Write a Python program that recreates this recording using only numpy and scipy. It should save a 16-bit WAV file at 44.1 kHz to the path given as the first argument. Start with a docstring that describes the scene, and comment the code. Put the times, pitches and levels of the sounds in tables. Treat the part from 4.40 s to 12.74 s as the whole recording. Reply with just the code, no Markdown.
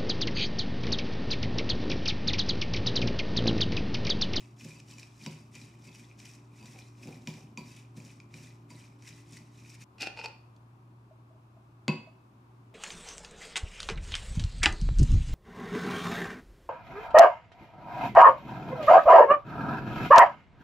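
"""Chopsticks toss shredded cabbage in a ceramic bowl: grain noise crackles through air resonances and snips,
stick tips are noise bursts plus ringing modes of bowl and table top, and the bowl's foot skids.
A jar lid is twisted off (grit and snaps through lid and hollow resonances), short soft tones sound,
a spoon knocks the rim. Behind it a fridge hums (wavering sines over coloured noise) in a small kitchen,
heard by a close stereo microphone in two shots with a hard cut after the toss."""
import sys
import numpy as np
from scipy import signal
from scipy.fft import rfft, irfft
from scipy.io import wavfile
from scipy.ndimage import uniform_filter1d

SR = 44100
rng = np.random.default_rng(int(sys.argv[2]) if len(sys.argv) > 2 else 0)


def persist_wave(psi):
    """Save psi, clipped to +-1, as 16-bit WAV."""
    counts = np.round(np.clip(psi, -1, 1) * 32767).astype(np.int16)
    wavfile.write(sys.argv[1], SR, np.atleast_2d(counts).T)


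N = 367794
T = np.arange(N) / SR

# Strokes through the shreds. Each row: start in seconds, rise in seconds, hold in seconds,
# fall in dB per second, crackle level in dB, table rumble level in dB.
STROKES = [(-0.1, 0.024, 0.053, 139, -54, -55.5), (0.16, 0.05, 0.092, 120, -54, -52.5),
           (0.454, 0.047, 0.12, 99, -59, -56), (0.741, 0.099, 0.068, 124, -54, -48.5),
           (1.11, 0.045, 0.049, 108, -54, -54), (1.386, 0.066, 0.15, 87, -60.5, -54),
           (1.772, 0.023, 0.082, 108, -55.5, -58), (2.107, 0.083, 0.22, 103, -60, -50.5),
           (2.559, 0.075, 0.06, 87, -57, -46.5), (2.854, 0.035, 0.053, 129, -55.5, -48),
           (3.163, 0.025, .2, 155, -60, -49), (3.541, 0.032, 0.13, 140, -60, -53),
           (3.887, 0.076, 0.082, 133, -56.5, -54.5), (4.281, 0.024, 0.093, 123, -58, -55),
           (4.587, 0.09, 0.022, 113, -53, -59), (4.857, 0.079, 0.02, 188, -54.5, -57.5),
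           (5.052, 0.14, 0.15, 306, -60.5, -60.5), (5.381, 0.036, .03, 100, -53.5, -62)]
# Tips crushing a bunch of shreds. Each row: time of the peak in seconds, level in dB.
CRUNCHES = [(.2, -63), (.248, -46.5), (.29, -62), (.4, -64), (0.486, -60), (.512, -55), (.598, -58),
            (1.475, -58), (1.551, -59), (1.6, -58), (1.856, -51), (1.9, -67), (1.952, -58.5), (2.165, -65),
            (2.39, -58), (3.369, -57), (3.57, -80), (4.072, -61), (4.69, -60), (4.97, -48), (5.301, -55.5),
            (5.349, -54.5)]
# Crackle spectrum of the shreds. Each row: frequency in Hz, relative level in dB per Hz.
SHRED_SPECTRUM = [(760, -72), (1300, -14), (1700, -8.5), (1850, -5), (2420, -6.5), (3520, -11), (3780, -5),
                  (4110, -12), (5610, -2.5), (6100, -7.5), (7580, -7.5), (11600, -18.5), (15500, -29.5)]
# Air in the bowl and between the shreds. Each row: frequency in Hz, width in Hz, gain in dB.
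AIR_PEAKS = [(2413, 128, 11), (2444, 170, -1), (3740, 31, -2.5), (5570, 840, 0), (7180, 65, 0)]
# Stick tips on the glaze. Each row: time in seconds, tick level in dB, table thump level in dB,
# bowl ring level in dB.
TAPS = [(0.2472, -50, -38.5, -78), (0.2883, -50, -57, -73), (0.4014, -43.5, -66, -76),
        (0.5831, -39.5, -60, -85), (0.63, -40, -70, -83), (0.8622, -27, -31.5, -50.5),
        (1.1521, -41, -47.5, -71), (1.215, -40, -61, -72), (1.8005, -42, -65, -77),
        (2.2269, -48.5, -44, -62), (2.2573, -42, -67, -76), (2.6726, -42, -37, -65),
        (2.873, -28, -31.5, -55), (2.9393, -44, -65, -69), (3.1743, -28.5, -36.5, -47.5),
        (3.5674, -48, -39.5, -78), (3.6013, -45.5, -53, -67), (3.8012, -43.5, -66, -78),
        (3.9407, -39, -43.5, -69), (4.3044, -42.5, -49, -58), (4.6229, -47.5, -59, -69),
        (4.9242, -54, -47, -82), (5.4086, -64, -54, -80)]
# Spectrum of a tick. 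Each row: frequency in Hz, gain in dB.
TICK_SPECTRUM = [(400, -27.5), (1000, -11), (2400, -5.5), (3500, -13), (5000, -6.5), (7200, -2),
                 (10000, -14), (15500, -27)]
# Bowl modes. Each row: frequency in Hz, relative level in dB, T60 in seconds before damping.
BOWL_MODES = [(955, -3, .12), (983, -2, .3), (1010, -8, .2), (1087, -10, .25), (2089, -11, .2),
              (2159, -11, .2), (2573, 0, .7), (2614, -6, .4), (2654, -4, .25), (2832, -12, .3),
              (4657, -4, .45), (4690, -4, .2), (4725, -2, .15), (7278, -12, .15)]
# Table top modes. Each row: frequency in Hz, relative level in dB, T60 in seconds before damping.
TABLE_MODES = [(115, -21.5, 0.21), (152.9, -0.2, 0.23), (184, -11, 0.14), (217.6, 3.5, 0.087),
               (287, -9, 0.15), (340.5, -19, 0.27), (371.6, -13, 0.21), (466.6, -18, 0.077),
               (496, -12, 0.063), (528, -14.5, 0.099), (620.5, -24, 0.13)]
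# Rattle of bowl on table. Each row: frequency in Hz, gain in dB.
THUD_SPECTRUM = [(150, -5), (300, -3), (500, 2), (900, 1.5), (1400, -15.5), (2500, -4.5), (6000, -18.5)]
# Frequencies in Hz at which the shares of the bowl ring below hold.
RING_HZ = [1000, 2600, 4700]
# Share of the ring in dB at those frequencies: tips strike low in the bowl, the spoon its rim.
INSIDE_SHARE_DB = [8.5, -45, 4.5]
RIM_SHARE_DB = [2, -0.5, -5]
# The bowl's foot skidding on the table. Each row: start in seconds, rise in seconds, hold in seconds,
# fall in dB per second, level in dB.
SKIDS = [(2.21, 0.011, 0.017, 300, -63), (2.341, .015, 0.034, 300, -59.5), (2.66, 0.012, 0.056, 300, -55.5),
         (2.894, .015, .03, 296, -63.5), (2.954, 0.016, 0.025, 300, -58.5)]
# Foot resonances. Each row: frequency in Hz, width in Hz, gain in dB.
FOOT_PEAKS = [(330, 51, 3), (544, 71, -4), (780, 96, -3.5)]
# Lid sliding on its thread. 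Each row: start in seconds, rise in seconds, hold in seconds,
# fall of the metal in dB per second, metal level in dB, hollow level in dB.
TWISTS = [(5.581, 0.038, 0.03, 342, -23, -28), (5.758, 0.015, 0.07, 398, -35, -34)]
# Lid snapping over the thread. Each row: time in seconds, then dB of the blow to lid, crack and hollow.
SNAPS = [(5.6084, -9, -24.5, -14), (5.6211, -12, -18, -16), (5.6289, 6.5, -29.5, 1),
         (5.647, -24, -36, -7.5), (5.6712, 4, -31, 6.5), (5.7728, -6.5, -52, -16),
         (5.79, -4.5, -51.5, -8.5), (5.8134, -5, -53.5, -37), (5.8586, 0.5, -27, -3.5),
         (5.8825, -34, -39.5, -12.5), (6.164, -55, -50, -49)]
# Lid and jar resonances. Each row: frequency in Hz, width in Hz, gain in dB.
LID_PEAKS = [(1450, 125, -11.5), (1960, 190, -14), (2478, 99, -0.5), (2730, 144, -3.5), (3260, 55, -15.5),
             (4470, 120, -8), (5200, 150, -16)]
# Jar hollow, rising as the lid lifts: one list per twist. 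Each row: frequency in Hz, width in Hz, gain in dB.
HOLLOW_PEAKS = [
    [(330, 170, -9), (786, 52, -3.5)],
    [(470, 65, -3.5), (877, 41, 4)],
]
# Crack spectrum. Each row: frequency in Hz, gain in dB.
CRACK_SPECTRUM = [(1000, -38), (2500, -9.5), (4500, 1.5), (6500, -10), (9000, -16.5), (15500, -33.5)]
# Spoon on the rim. Each row: time in seconds, tick level in dB, table thump level in dB, bowl ring level in dB.
SPOON = [(7.4809, -14, -18.5, -32)]
# Short hollow blips. Each row: start in seconds, level in dB, frequency in Hz.
BLIPS = [(6.709, -52, 644), (6.906, -57, 653), (6.947, -60, 630), (7.167, -56, 659), (7.671, -49.5, 644)]
# Fridge level in each shot. Each row: time in seconds, hum level in dB, motor noise level in dB.
FRIDGE_LEVELS = [(0, -53, -60.5), (5.44, -52, -60), (5.445, -74, -61), (5.6, -56.5, -57.5),
                 (6.5, -57.5, -60.5), (8.34, -57, -59)]
# Compressor lines. 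Each row: frequency in Hz, relative level in dB while tossing, relative level in dB afterwards.
HUM_LINES = [(59.7, -19.5, -17), (117.7, 1, 2.5), (209.5, -16.5, -16.5), (291, -11.5, -20),
             (345, -19, -37.5), (353, -27, -33), (403.5, -19.5, -31)]
# Motor noise spectrum. Each row: frequency in Hz, relative level in dB per Hz.
MOTOR_SPECTRUM = [(18, -53), (30, -30.5), (64, -17), (92, -8.5), (123, -4.5), (168, -10.5), (369, -11.5),
                  (455, -23.5), (897, -19.5), (1080, -19), (1870, -36), (2620, -34.5), (2990, -39.5),
                  (13600, -51), (15500, -56)]
# Stereo width of the motor noise. Each row: frequency in Hz, side minus mid in dB.
MOTOR_WIDTH = [(100, -63), (250, -10.5), (500, -7), (1000, 1.5), (3000, 1), (10000, -4.5)]
# Stereo lean of the direct sound. Each row: frequency in Hz, side minus mid in dB.
LEAN = [(150, -45), (300, -30), (600, -16), (1200, -19), (2500, -25), (5000, -28), (9000, -18),
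        (14000, -21)]
# Stereo width of the echoes. Each row: frequency in Hz, side minus mid in dB.
ECHO_WIDTH = [(150, -38), (300, -10.5), (600, -3.5), (2500, -4), (5000, -2.5), (9000, 4.5), (14000, 4.5)]

CUT_S, LIFT_S = 5.442, 5.76  # cut to the second shot; second twist takes over the hollow
RISE_DB = 22.5  # depth of every rise
DIG_DB, DIG_S = 4.5, 0.0067  # extra crunch as the tips go in, and its fading
SLACK_DB, SLACK_AFTER_S, SLACK_S = 5, 0.038, 0.033  # a lull between the dig and the lift
CRUNCH_S = 0.0036
# the table answers each stroke
SHAKE_LAG_S, SHAKE_RISE_S, SHAKE_FALL_DB_PER_S, REST_DB = 0.035, 0.12, 81.5, -70
HOLLOW_FALL_DB_PER_S = 205
GRIT_DB = -15  # unrung part of the grit
ROOM_T60_S, TREBLE_T60_S, ROOM_DB, ROOM_SPLIT_HZ = 0.43, 0.097, -9.5, 3000
ECHO_FROM_HZ, TOP_HZ = 294, 15500


def toss():
    """Shreds crackle in patches; the tips scrape the glaze and shake the table."""
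    sweep, shake = strokes()
    patchy = grains(7000, 0.23) * undb(1.6 * walk(70))
    crackle = unit(colour(patchy, SHRED_SPECTRUM))
    # every pocket of air is set off by its own crunches
    pockets = [resonate(grains(900, 3.8) * undb(4 * walk(60)), [peak_row]) for peak_row in AIR_PEAKS]
    air = unit(sum(pockets))
    scrape = grains(60, 7.2) * sweep
    glaze = unit(signal.fftconvolve(scrape, ring(BOWL_MODES, 0, damp=0.53))[:N])
    shaking = grains(600, 3.3)
    table = unit(signal.fftconvolve(shaking, ring(TABLE_MODES, 0, damp=0.42))[:N])
    rumble = table + undb(-21.5) * unit(colour(shaking, THUD_SPECTRUM))
    shreds = undb(-4) * crackle + undb(-5) * air + undb(-8) * snips(45, 2.6)
    return sweep * shreds + undb(-77.5) * glaze + shake * rumble


def strokes():
    """Gains of crackle and rumble: a crunch as the tips dig in, a sweep, a settling."""
    crackle, rumble = 0, undb(REST_DB)
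    for start_s, rise_s, hold_s, fall, db, rumble_db in STROKES:
        since_dig = T - start_s - rise_s
        dig_db = DIG_DB * np.exp(-np.abs(since_dig) / DIG_S)
        slack_db = SLACK_DB * np.exp(-((since_dig - SLACK_AFTER_S) / SLACK_S) ** 2)
        crackle = crackle + undb(dig_db - slack_db) * swell(start_s, rise_s, hold_s, fall, db)
        shake_s = start_s + rise_s + SHAKE_LAG_S - SHAKE_RISE_S
        rumble = rumble + swell(shake_s, SHAKE_RISE_S, 0, SHAKE_FALL_DB_PER_S, rumble_db)
    crunch = sum(undb(db) * np.exp(-np.abs(T - s) / CRUNCH_S) for s, db in CRUNCHES)
    return crackle + crunch, rumble


def snips(rate_hz, spread_db):
    """Single shreds breaking: short blips, each size of shred with its own pitch."""
    out = np.zeros(N)
    for hz in 2000 * 2 ** np.arange(0, 2.3, 0.2):
        size = [(hz, hz / 8, -2.5 * np.log2(hz / 2000))]
        out += resonate(resonate(grains(rate_hz, spread_db), size), size)
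    return unit(out)


def taps():
    """Stick tips land inside the bowl, where the shreds damp the ring."""
    return blows(TAPS, INSIDE_SHARE_DB, contact_ms=1.7, tilt_db_per_octave=0.76, air_db=5.3, damp=0.35)


def blows(table, share_db, contact_ms, tilt_db_per_octave, air_db, damp):
    """Each blow: a tick on the glaze, the ring of the bowl, a thump that builds up in the table."""
    out = np.zeros(N)
    tilt = [(500, -2 * tilt_db_per_octave), (8000, 2 * tilt_db_per_octave)]
    for start_s, tick_db, thump_db, ring_db in table:
        contact = burst(contact_ms)
        tick = colour(contact, TICK_SPECTRUM) + undb(air_db) * resonate(contact, AIR_PEAKS)
        tick = colour(tick, tilt)
        thump = ring(TABLE_MODES, 0.5)
        thump = peak(thump * (1 - np.exp(-T[:len(thump)] / 0.003)))
        add(thump, 0, undb(-14) * peak(colour(burst(32), THUD_SPECTRUM)))
        struck = [(hz, db + ring_db + np.interp(hz, RING_HZ, share_db), t60) for hz, db, t60 in BOWL_MODES]
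        add(out, start_s, undb(tick_db) * peak(tick))
        add(out, start_s, ring(struck, 0.6, damp))
        add(out, start_s + 0.00219, undb(thump_db) * thump)
    return out


def skids():
    """The unglazed foot judders over the table top."""
    return unit(resonate(grains(500, 3.1), FOOT_PEAKS)) * sum(swell(*row) for row in SKIDS)


def lid():
    """Stick-slip grit and snaps ring the metal lid and the hollow of the jar."""
    grit = grains(5000, 0.85) * undb(5.5 * walk(90))
    metal, dull = np.zeros(N), np.zeros(N)
    for start_s, rise_s, hold_s, fall, metal_db, hollow_db in TWISTS:
        metal += grit * swell(start_s, rise_s, hold_s, fall, metal_db)
        dull += grit * swell(start_s, rise_s, hold_s, HOLLOW_FALL_DB_PER_S, hollow_db)
    crack = undb(GRIT_DB) * metal
    click = np.ones(2)
    for start_s, ring_db, crack_db, hollow_db in SNAPS:
        add(metal, start_s, undb(ring_db) * click)
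        add(crack, start_s, undb(crack_db) * burst(2.0))
        add(dull, start_s, undb(hollow_db) * click)
    hollow = resonate(dull * (T < LIFT_S), HOLLOW_PEAKS[0])
    hollow = hollow + resonate(dull * (T >= LIFT_S), HOLLOW_PEAKS[1])
    return resonate(metal, LID_PEAKS) + colour(crack, CRACK_SPECTRUM) + hollow


def spoon():
    """The broad spoon lands on the free rim, outside the bowl's air, with a duller tick."""
    knock = blows(SPOON, RIM_SHARE_DB, contact_ms=1.0, tilt_db_per_octave=-5.1, air_db=-38, damp=0.49)
    return colour(knock, [(4700, 0.0), (7000, -10), (14000, -16.5)])


def blips():
    """Short hollow sine tones with a soft onset and an exponential decay."""
    out, t = np.zeros(N), T[:6000]
    shape = peak(np.exp(-t / 0.009) * (1 - np.exp(-t / 0.004)))
    for start_s, db, hz in BLIPS:
        add(out, start_s, undb(db) * shape * np.sin(2 * np.pi * hz * t))
    return out


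def fridge():
    """Wavering compressor lines over motor noise whose stereo width varies with pitch."""
    hum_db, motor_db = curves(FRIDGE_LEVELS)
    hum = np.zeros(N)
    for hz, tossing_db, later_db in HUM_LINES:
        line_db = np.where(T < CUT_S, tossing_db, later_db) + 1.1 * walk(11)
        hum += undb(line_db) * np.sin(2 * np.pi * hz * T + 0.51 * walk(5.5))
    mid = colour(rng.standard_normal(N), MOTOR_SPECTRUM)
    side = colour(colour(rng.standard_normal(N), MOTOR_SPECTRUM), MOTOR_WIDTH)
    motor = np.array([undb(-1.0) * (mid + side), undb(-2.77) * (mid - side)]) / np.std(mid)
    return undb(hum_db) * hum + undb(motor_db) * motor


def heard(near):
    """Direct sound and echoes; small things send no deep bass, the echoes carry little bass."""
    near = signal.sosfilt(signal.butter(3, 105, "high", fs=SR, output="sos"), near)
    echoing = signal.lfilter(*signal.butter(1, ECHO_FROM_HZ, "high", fs=SR), near)
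    return spread(near) + room(echoing)


def spread(x):
    """The left port faces the table: a coloured copy is added left and taken away right."""
    side = colour(x, LEAN)
    return np.array([x + side, x - side])


def room(x):
    """Kitchen echoes: decaying noise whose treble dies first, unlike left and right above the bass."""
    t = T[:SR // 2]
    tails = []
    for _ in range(2):
        noise = rng.standard_normal(len(t))
        low = signal.lfilter(*signal.butter(1, ROOM_SPLIT_HZ, fs=SR), noise)
        tail = low * undb(-60 * t / ROOM_T60_S) + (noise - low) * undb(-60 * t / TREBLE_T60_S)
        tails.append(unit(tail * (1 - np.exp(-t / 0.00081))) / np.sqrt(len(t)))
    mid, side = (signal.fftconvolve(x, tail)[:N] for tail in tails)
    side = colour(side, ECHO_WIDTH)
    return undb(ROOM_DB) * np.array([mid + side, mid - side])


def undb(db):
    """Amplitude of a level in dB."""
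    return 10 ** (np.asarray(db) / 20)


def unit(x):
    """Scale to an RMS of 1."""
    return x / np.sqrt(np.mean(x ** 2))


def peak(x):
    """Scale to a peak of 1."""
    return x / np.max(np.abs(x))


def add(out, start_s, x):
    """Mix x into out at start_s, cut at the end of out."""
    i = int(start_s * SR)
    out[i:i + len(x)] += x[:len(out) - i]


def curves(table):
    """Columns of a table joined by straight lines over its first column, -120 outside it."""
    s, *columns = np.transpose(table)
    return [np.interp(T, s, c, left=-120, right=-120) for c in columns]


def swell(start_s, rise_s, hold_s, fall_db_per_s, db):
    """Gain that climbs to db, holds and falls away; silent before."""
    t = T - start_s
    rise_db = np.minimum(RISE_DB * (t / rise_s - 1), 0)
    fall_db = fall_db_per_s * np.maximum(t - rise_s - hold_s, 0)
    return undb(db + rise_db - fall_db) * (t > 0)


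def walk(rate_hz):
    """Random levels held 1 / rate_hz seconds and smoothed twice; RMS 1."""
    k = int(SR / rate_hz)
    steps = np.repeat(rng.standard_normal(N // k + 1), k)
    return unit(uniform_filter1d(uniform_filter1d(steps, k), k)[:N])


def grains(rate_hz, spread_db):
    """Random clicks of either sign at a mean rate; a larger spread makes a few stand out; RMS 1."""
    hit = rng.random(N) < rate_hz / SR
    size = np.minimum(rng.exponential(size=N), 4)
    return unit(hit * rng.standard_normal(N) * undb(spread_db * size))


def burst(decay_ms):
    """A decaying puff of noise, as of a rough contact."""
    t = T[:12000]
    return rng.standard_normal(len(t)) * np.exp(-t * 1000 / decay_ms)


def ring(modes, scatter_db, damp=1.0):
    """One blow on a set of decaying sine modes, their levels scattered at random; damp scales T60."""
    hz, db, t60_s = np.array(modes, float).T[:, :, None]
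    t = T[:SR * 3 // 4]
    db = db + scatter_db * rng.standard_normal(db.shape)
    sign = (-1.0) ** np.arange(len(hz))[:, None]
    return np.sum(sign * undb(db - 60 * t / (t60_s * damp)) * np.sin(2 * np.pi * hz * t), axis=0)


def resonate(x, peaks):
    """Parallel resonances of alternating sign."""
    out = np.zeros(len(x))
    for k, (hz, width_hz, db) in enumerate(peaks):
        out += (-1) ** k * undb(db) * signal.lfilter(*signal.iirpeak(hz, hz / width_hz, SR), x)
    return out


def colour(x, spectrum):
    """Causal minimum-phase filter through (Hz, dB) points, from the cepstrum of the log gain."""
    hz, db = np.transpose(spectrum)
    grid_hz = np.maximum(np.arange(2049) * SR / 4096, 1)
    cepstrum = irfft(np.log(undb(np.interp(np.log(grid_hz), np.log(hz), db))))
    # fold the anticausal half onto the causal one
    cepstrum[1:2048] *= 2
    cepstrum[2049:] = 0
    return signal.fftconvolve(x, irfft(np.exp(rfft(cepstrum))))[:len(x)]


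def scene():
    """First shot: the toss; second shot: lid, blips and spoon; the fridge runs through both."""
    tossing = heard(toss() + taps() + skids()) * (T < CUT_S)  # ends abruptly, echoes too
    return tossing + heard(lid() + blips() + spoon()) + fridge()


def record(dry):
    """The recorder cuts the top: a steep elliptic low-pass."""
    return signal.sosfilt(signal.ellip(10, 0.2, 90, TOP_HZ, fs=SR, output="sos"), dry)


dry = scene()
out = record(dry)
persist_wave(out)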